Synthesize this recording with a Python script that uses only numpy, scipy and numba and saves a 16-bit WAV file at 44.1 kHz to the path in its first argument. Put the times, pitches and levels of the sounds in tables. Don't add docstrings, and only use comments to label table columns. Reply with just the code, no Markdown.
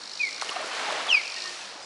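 import sys
import numpy as np
from scipy import signal
from scipy.io import wavfile
from scipy.ndimage import uniform_filter1d
from numba import njit

SR = 44100
rng = np.random.default_rng(int(sys.argv[2]) if len(sys.argv) > 2 else 0)


def digitize_waveform(pressure):
    field = np.atleast_2d(pressure).T
    bounded = np.clip(field, -1, 1)
    quanta = np.round(bounded * 32767).astype(np.int16)
    wavfile.write(sys.argv[1], SR, quanta)


def gain_from_db(level_db):
    decades = np.asarray(level_db, float) / 20
    return 10 ** decades


N = 81585
T = np.arange(N) / SR
BOUNCE_LAG = int(SR / 206.2)


def curve(rows, col):
    rows = np.array(rows)
    return np.interp(T, rows[:, 0], rows[:, col])


def unit(x):
    return x / np.sqrt(np.mean(x ** 2))


def tint(points, hz):
    f, db = np.array(points).T
    return np.interp(np.log(hz), np.log(f), db)


def band(x, hz, width):
    b, a = signal.iirpeak(min(hz, .45 * SR), hz / width, fs=SR)
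    return signal.lfilter(b, a, signal.lfilter(b, a, x))


def highpass(x, order, hz):
    return signal.sosfilt(signal.butter(order, hz, "high", fs=SR, output="sos"), x)


def walk(rate):
    hold = int(SR / rate)
    steps = np.repeat(rng.standard_normal(N // hold + 1), hold)
    return 1.3 * uniform_filter1d(uniform_filter1d(steps, hold), hold)[:N]


def bands(points, flicker_db):
    swell = 0.5 * walk(8.35)
    total = 0
    for hz in 60 * 2 ** (np.arange(23) / 3):
        level = tint(points, hz) + 10 * np.log10(hz) + swell + flicker_db * walk(18.28)
        total = total + gain_from_db(level) * unit(band(rng.standard_normal(N), hz, hz / 2))
    return unit(total)


@njit
def ring(n, start, step, cycles, size, glide, rise):
    y = np.zeros(n)
    for k in range(len(start)):
        span = cycles[k] * 2 * np.pi / step[k]
        for i in range(min(int(span * 2), n - start[k])):
            u = i / span
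            envelope = (1 - np.exp(-rise * u)) * np.exp(-3 * u)
            y[start[k] + i] += size[k] * envelope * np.sin(step[k] * i * (1 + glide * u / 2))
    return y


def bubbles(s, hz, size, cycles, glide, rise):
    return ring(N, (s * SR).astype(np.int64), 2 * np.pi * hz / SR, 1. * cycles, 1. * size, glide, rise)


# t/s, level/dB, spray/dB (gain of the top end)
WAVE_SURGE = [(0, -51, 4.5), (.3, -54.5, 15), (.4, -46, 5), (.45, -41.5, 6.5), (.55, -39.5, 1.5),
              (.6, -36, -4), (.68, -37, 0.5), (.8, -33.5, -0.5), (.93, -31, -5), (1.04, -33.5, -3),
              (1.15, -39, 2.5), (1.25, -45.5, 6), (1.4, -46, 8.5), (1.55, -46.5, 11), (1.7, -45.5, 4),
              (1.85, -47.5, -6)]
# f/Hz, level/dB per Hz
WATER_SPECTRUM = [(35, -81), (100, -62), (207, -11.5), (400, -9.5), (650, -2), (1300, -1), (4200, -4.5),
                  (10800, -22.5)]


def wash_and_fizz():
    when, pitch, luck, length = rng.random((6000, 4)).T
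    hz = 400 * 2 ** (4.2 * pitch)
    scatter_db = 2 * np.minimum(-np.log(1 - luck), 4)
    size = gain_from_db(tint(WATER_SPECTRUM, hz) + 10 * np.log10(hz) + scatter_db)
    fizz = unit(bubbles(when * T[-1], hz, size, 5.68 * (.5 + length), glide=0.22, rise=15.8))
    water = gain_from_db(-0.5) * bands(WATER_SPECTRUM, flicker_db=0) + gain_from_db(-1) * fizz
    spray_hz = 3500
    low = signal.sosfiltfilt(signal.butter(1, spray_hz, fs=SR, output="sos"), water)
    spray = gain_from_db(curve(WAVE_SURGE, 2)) * (water - low)
    return gain_from_db(curve(WAVE_SURGE, 1)) * (low + spray)


def slap():
    slap_s, slap_hz, slap_db, bounce_db = .4227, 1000, -13, -10.5
    u = (T - slap_s) * slap_hz * 4
    hit = band(-gain_from_db(slap_db) * 2 * u * np.exp(-u ** 2), slap_hz, 1330)
    return hit + gain_from_db(bounce_db) * np.roll(hit, BOUNCE_LAG)


# t/s, f/Hz, peak level/dB, decay/cycles
GURGLES = [(.382, 1550, -30.5, 2.8), (.4128, 5730, -21, 8), (.4135, 2010, -34, 6), (.4155, 4120, -26.5, 12),
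           (.4235, 720, -45, 4.7), (.43, 1140, -27, 7.4), (.492, 2830, -21.5, 12), (.499, 2770, -26, 7),
           (.481, 1980, -39, 4.6), (.505, 1030, -35, 10), (.493, 400, -33.5, 3.1), (.517, 1146, -27, 12.7),
           (.557, 2700, -29.5, 26), (.56, 705, -27.5, 5), (.563, 730, -24.5, 12), (.566, 1190, -24, 9),
           (.593, 1170, -25.5, 4), (.597, 586, -28.5, 4.3), (.604, 678, -29.5, 8.2), (.626, 1010, -27, 4.1),
           (.613, 603, -29, 7.9), (.643, 450, -30, 2.2), (.667, 510, -32, 3), (.640, 1370, -30, 11),
           (.654, 639, -34, 16), (.709, 2550, -30.5, 29), (.800, 855, -51, 4.1), (.879, 820, -28, 18),
           (.922, 598, -22.5, 7.9), (.940, 393, -35, 3.3), (.972, 686, -33, 5.5), (1.004, 1310, -24.5, 8.3),
           (1.065, 1180, -26.5, 9.3), (1.081, 826, -31, 9.2), (1.145, 1170, -27, 7.6),
           (1.281, 740, -41, 3.1), (1.454, 1120, -34, 9.4), (1.63, 200.6, -54, 16), (1.752, 296, -44, 5.2)]


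def gurgle():
    s, hz, db, cycles = np.array(GURGLES).T
    return 3.01 * bubbles(s, hz, gain_from_db(db), cycles, glide=0.048, rise=3.67)


# t/s, level/dB, centre f/Hz, length/s
SPLASH_BURSTS = [(0.378, -39, 1960, 0.0018), (.4128, -35.5, 5840, .002), (0.4143, -29, 2040, 0.0022),
                 (0.42, -29, 4500, 0.002), (0.418, -44, 7750, 0.015), (0.487, -35, 5300, 0.0022),
                 (.492, -30, 2900, 0.0027), (0.502, -35, 8500, 0.0011), (.531, -45, 8000, .003),
                 (0.561, -32, 3100, 0.0024), (0.614, -42, 9500, 0.0035), (.659, -40, 9800, 0.0027),
                 (0.673, -39.5, 8100, 0.0034), (0.794, -41, 9000, 0.0027), (0.921, -40, 9000, .004),
                 (1.108, -39.5, 7500, 0.0017), (1.132, -54, 9500, .002), (1.31, -47, 9400, .002),
                 (1.068, -39, 7300, 0.0023)]


def splashes():
    out = np.zeros(N)
    for s, db, hz, length in SPLASH_BURSTS:
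        u = np.clip((T - s) / length, 0, 40)
        burst = np.e * u * np.exp(-u * 2) * 2
        out += gain_from_db(db) * burst * unit(band(rng.standard_normal(N), hz, hz))
    return out


def wave():
    return highpass(wash_and_fizz() + slap() + gurgle() + splashes(), 3, 178)


# t/s, f/Hz, level/dB
BIRD_NOTES = [
    [(.19, 2505, -55), (.2, 2505, -29), (.215, 2450, -24.5), (.229, 2375, -21.5), (.243, 2246, -27.5),
     (.259, 2177, -22), (.275, 2136, -33), (.295, 1963, -42), (.31, 1920, -56)],
    [(1.073, 4143, -49), (1.086, 3500, -30), (1.1, 3187, -22), (1.117, 2853, -19.5), (1.135, 2623, -17),
     (1.152, 2459, -17), (1.177, 2280, -24.5), (1.192, 2175, -29), (1.212, 2030, -48)],
]
BIRD_OVERTONES = (-21, -15.5)
# delay/s, level/dB, spread/s
HULL_ECHOES = [
    (.03, -16.5, .018),
    (.075, -20, .016),
    (.12, -22.5, .016),
    (.16, -27, .02),
    (.25, -25, .04),
]


def bird():
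    voice, overtone = 0, 0
    for note, overtone_db in zip(BIRD_NOTES, BIRD_OVERTONES):
        glide = uniform_filter1d(curve(note, 1), size=400)
        hz = np.roll(glide, -BOUNCE_LAG // 2) * (1 + 0.0011 * walk(120))
        phase = 2 * np.pi * np.cumsum(hz) / SR
        sounding = (T > note[0][0]) * (T < note[-1][0])
        level = gain_from_db(uniform_filter1d(curve(note, 2), size=200)) * sounding
        voice = voice + level * np.sin(phase)
        effort = (level / gain_from_db(-40)) ** .25
        overtone = overtone + gain_from_db(overtone_db) * level * effort * np.sin(2 * phase)
    overtone = band(overtone, 4600, 3000)

    harbour_t60_s, harbour_db = 1, -16.5
    tail = rng.standard_normal(N) * 10 ** (-3 * T / harbour_t60_s) * (T > .012)
    space = gain_from_db(harbour_db) * tail / np.sqrt(SR * 0.031)
    for s, db, spread in HULL_ECHOES:
        echo = rng.standard_normal(N) * np.exp(-((T - s) / spread) ** 2)
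        space += gain_from_db(db) * echo / np.sqrt(SR * spread)

    bounce = np.roll(gain_from_db(-0.5) * voice + gain_from_db(-9.5) * overtone, BOUNCE_LAG)
    direct = voice + overtone
    return direct + bounce + signal.fftconvolve(direct, space)[:N]


# f/Hz, width/Hz, level/dB
TYMBAL_MODES = [(3735, 410, -3), (4275, 630, 1.5), (5170, 1390, -2), (5850, 830, -3.5), (6780, 650, -11),
                (8100, 1850, -20.5)]


def tymbal(drive):
    out = 0
    for i, (hz, width, db) in enumerate(TYMBAL_MODES):
        out = out + (-1) ** i * gain_from_db(db) * band(drive, hz, width)
    return out


# pulse number, t/s
BUZZ_PHRASES = [
    [(0, .0142), (9, .192), (16, .326), (21, .412), (28, .525)],
    [(0, 1.2118), (7, 1.3613), (9, 1.4012), (14, 1.4925), (20, 1.5888), (24, 1.6502)],
]
# t/s, buzz level/dB, chorus level/dB
CICADA_EFFORT = [(0, -39, -49), (.15, -34.5, -46), (.25, -34, -44), (.4, -35, -48), (.53, -38, -47),
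                 (.8, -38, -48), (1.2, -37, -48), (1.3, -34, -47), (1.38, -33, -43), (1.47, -32.5, -44),
                 (1.55, -32.5, -46), (1.655, -32.5, -47), (1.85, -41, -53)]


def cicadas():
    gate = np.zeros(N)
    for phrase in BUZZ_PHRASES:
        times = np.interp(np.arange(phrase[-1][0] + 1), *np.array(phrase).T)
        for t0 in times:
            u = np.clip((T - t0) / .0018, 0, 50)
            gate += gain_from_db(.6 * rng.standard_normal()) * u * np.exp(1 - u)
    rib_hz = 2600
    gaps = SR / rib_hz * (1 + .3 * rng.uniform(-1.2, 1, 4000))
    ribs = np.cumsum(gaps).astype(int)
    rattle = np.zeros(N)
    rattle[ribs[ribs < N]] = np.sqrt(SR / rib_hz)
    throb_hz = 116 * (1 + 0.025 * walk(4.8))
    throb = 1 + 0.22 * np.sin(2 * np.pi * np.cumsum(throb_hz) / SR)
    buzz = gain_from_db(curve(CICADA_EFFORT, 1)) * gate * rattle
    chorus = gain_from_db(curve(CICADA_EFFORT, 2)) * throb * rng.standard_normal(N)
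    return tymbal(buzz + chorus) / np.std(tymbal(rattle))


# f/Hz, level/dB, t60/s
MAST_MODES = [
    (4970, -39.5, 0.18),
    (8400, -47, 0.055),
    (3500, -41, 0.048),
]


def halyard():
    u = np.clip(T - 1.823, 0, None)
    out = np.zeros(N)
    for hz, db, t60 in MAST_MODES:
        envelope = (1 - np.exp(-u / 0.0012)) * 10 ** (-3 * u / t60)
        out += gain_from_db(db) * envelope * np.sin(2 * np.pi * hz * u)
    return out


# t/s, length/s, f/Hz, fall/Hz per s, level/dB
FAR_CALLS = [
    (.55, .1, 1820, 0, -43),
    (.465, .05, 1850, 0, -44),
    (1.362, .045, 1880, 600, -39),
    (1.4, .16, 1830, 57, -42),
    (1.35, .045, 2830, 0, -39),
    (1.41, .1, 2830, 0, -45),
    (1.58, .085, 2760, 4000, -48),
    (1.69, .05, 2500, -6000, -51),
    (1.35, .33, 360, 0, -55),
]


def far_bird():
    out = np.zeros(N)
    for s, length, hz, fall, db in FAR_CALLS:
        level = gain_from_db(db + 3.2 * walk(59.85))
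        envelope = np.sin(np.pi * np.clip((T - s) / length, 0, 1) ** 0.65)
        pitch = (hz - fall * (T - s)) * (1 + .007 * walk(70))
        out += level * envelope * np.sin(2 * np.pi * np.cumsum(pitch) / SR)
    return out


# f/Hz, level/dB per Hz
AIR_SPECTRUM = [(35, -33), (70, -17), (200, -10), (500, -1.5), (1200, -7.5), (3000, -20.5), (6000, -10),
                (10800, -31)]


def air():
    return gain_from_db(-50) * bands(AIR_SPECTRUM, flicker_db=3.1)


def scene():
    return (wave() + bird() + cicadas() + halyard() + far_bird() + air())[None]


def low_pass(x):
    return signal.sosfilt(signal.butter(12, 10910, fs=SR, output="sos"), x)


def record(dry):
    x = highpass(dry, 2, 89)
    x = highpass(x + 0.36 * x ** 4, 1, 20)
    x = signal.sosfilt(signal.ellip(10, .2, 80, 10950, fs=SR, output="sos"), x)
    return low_pass(x)


dry = scene()
out = record(dry)
digitize_waveform(out)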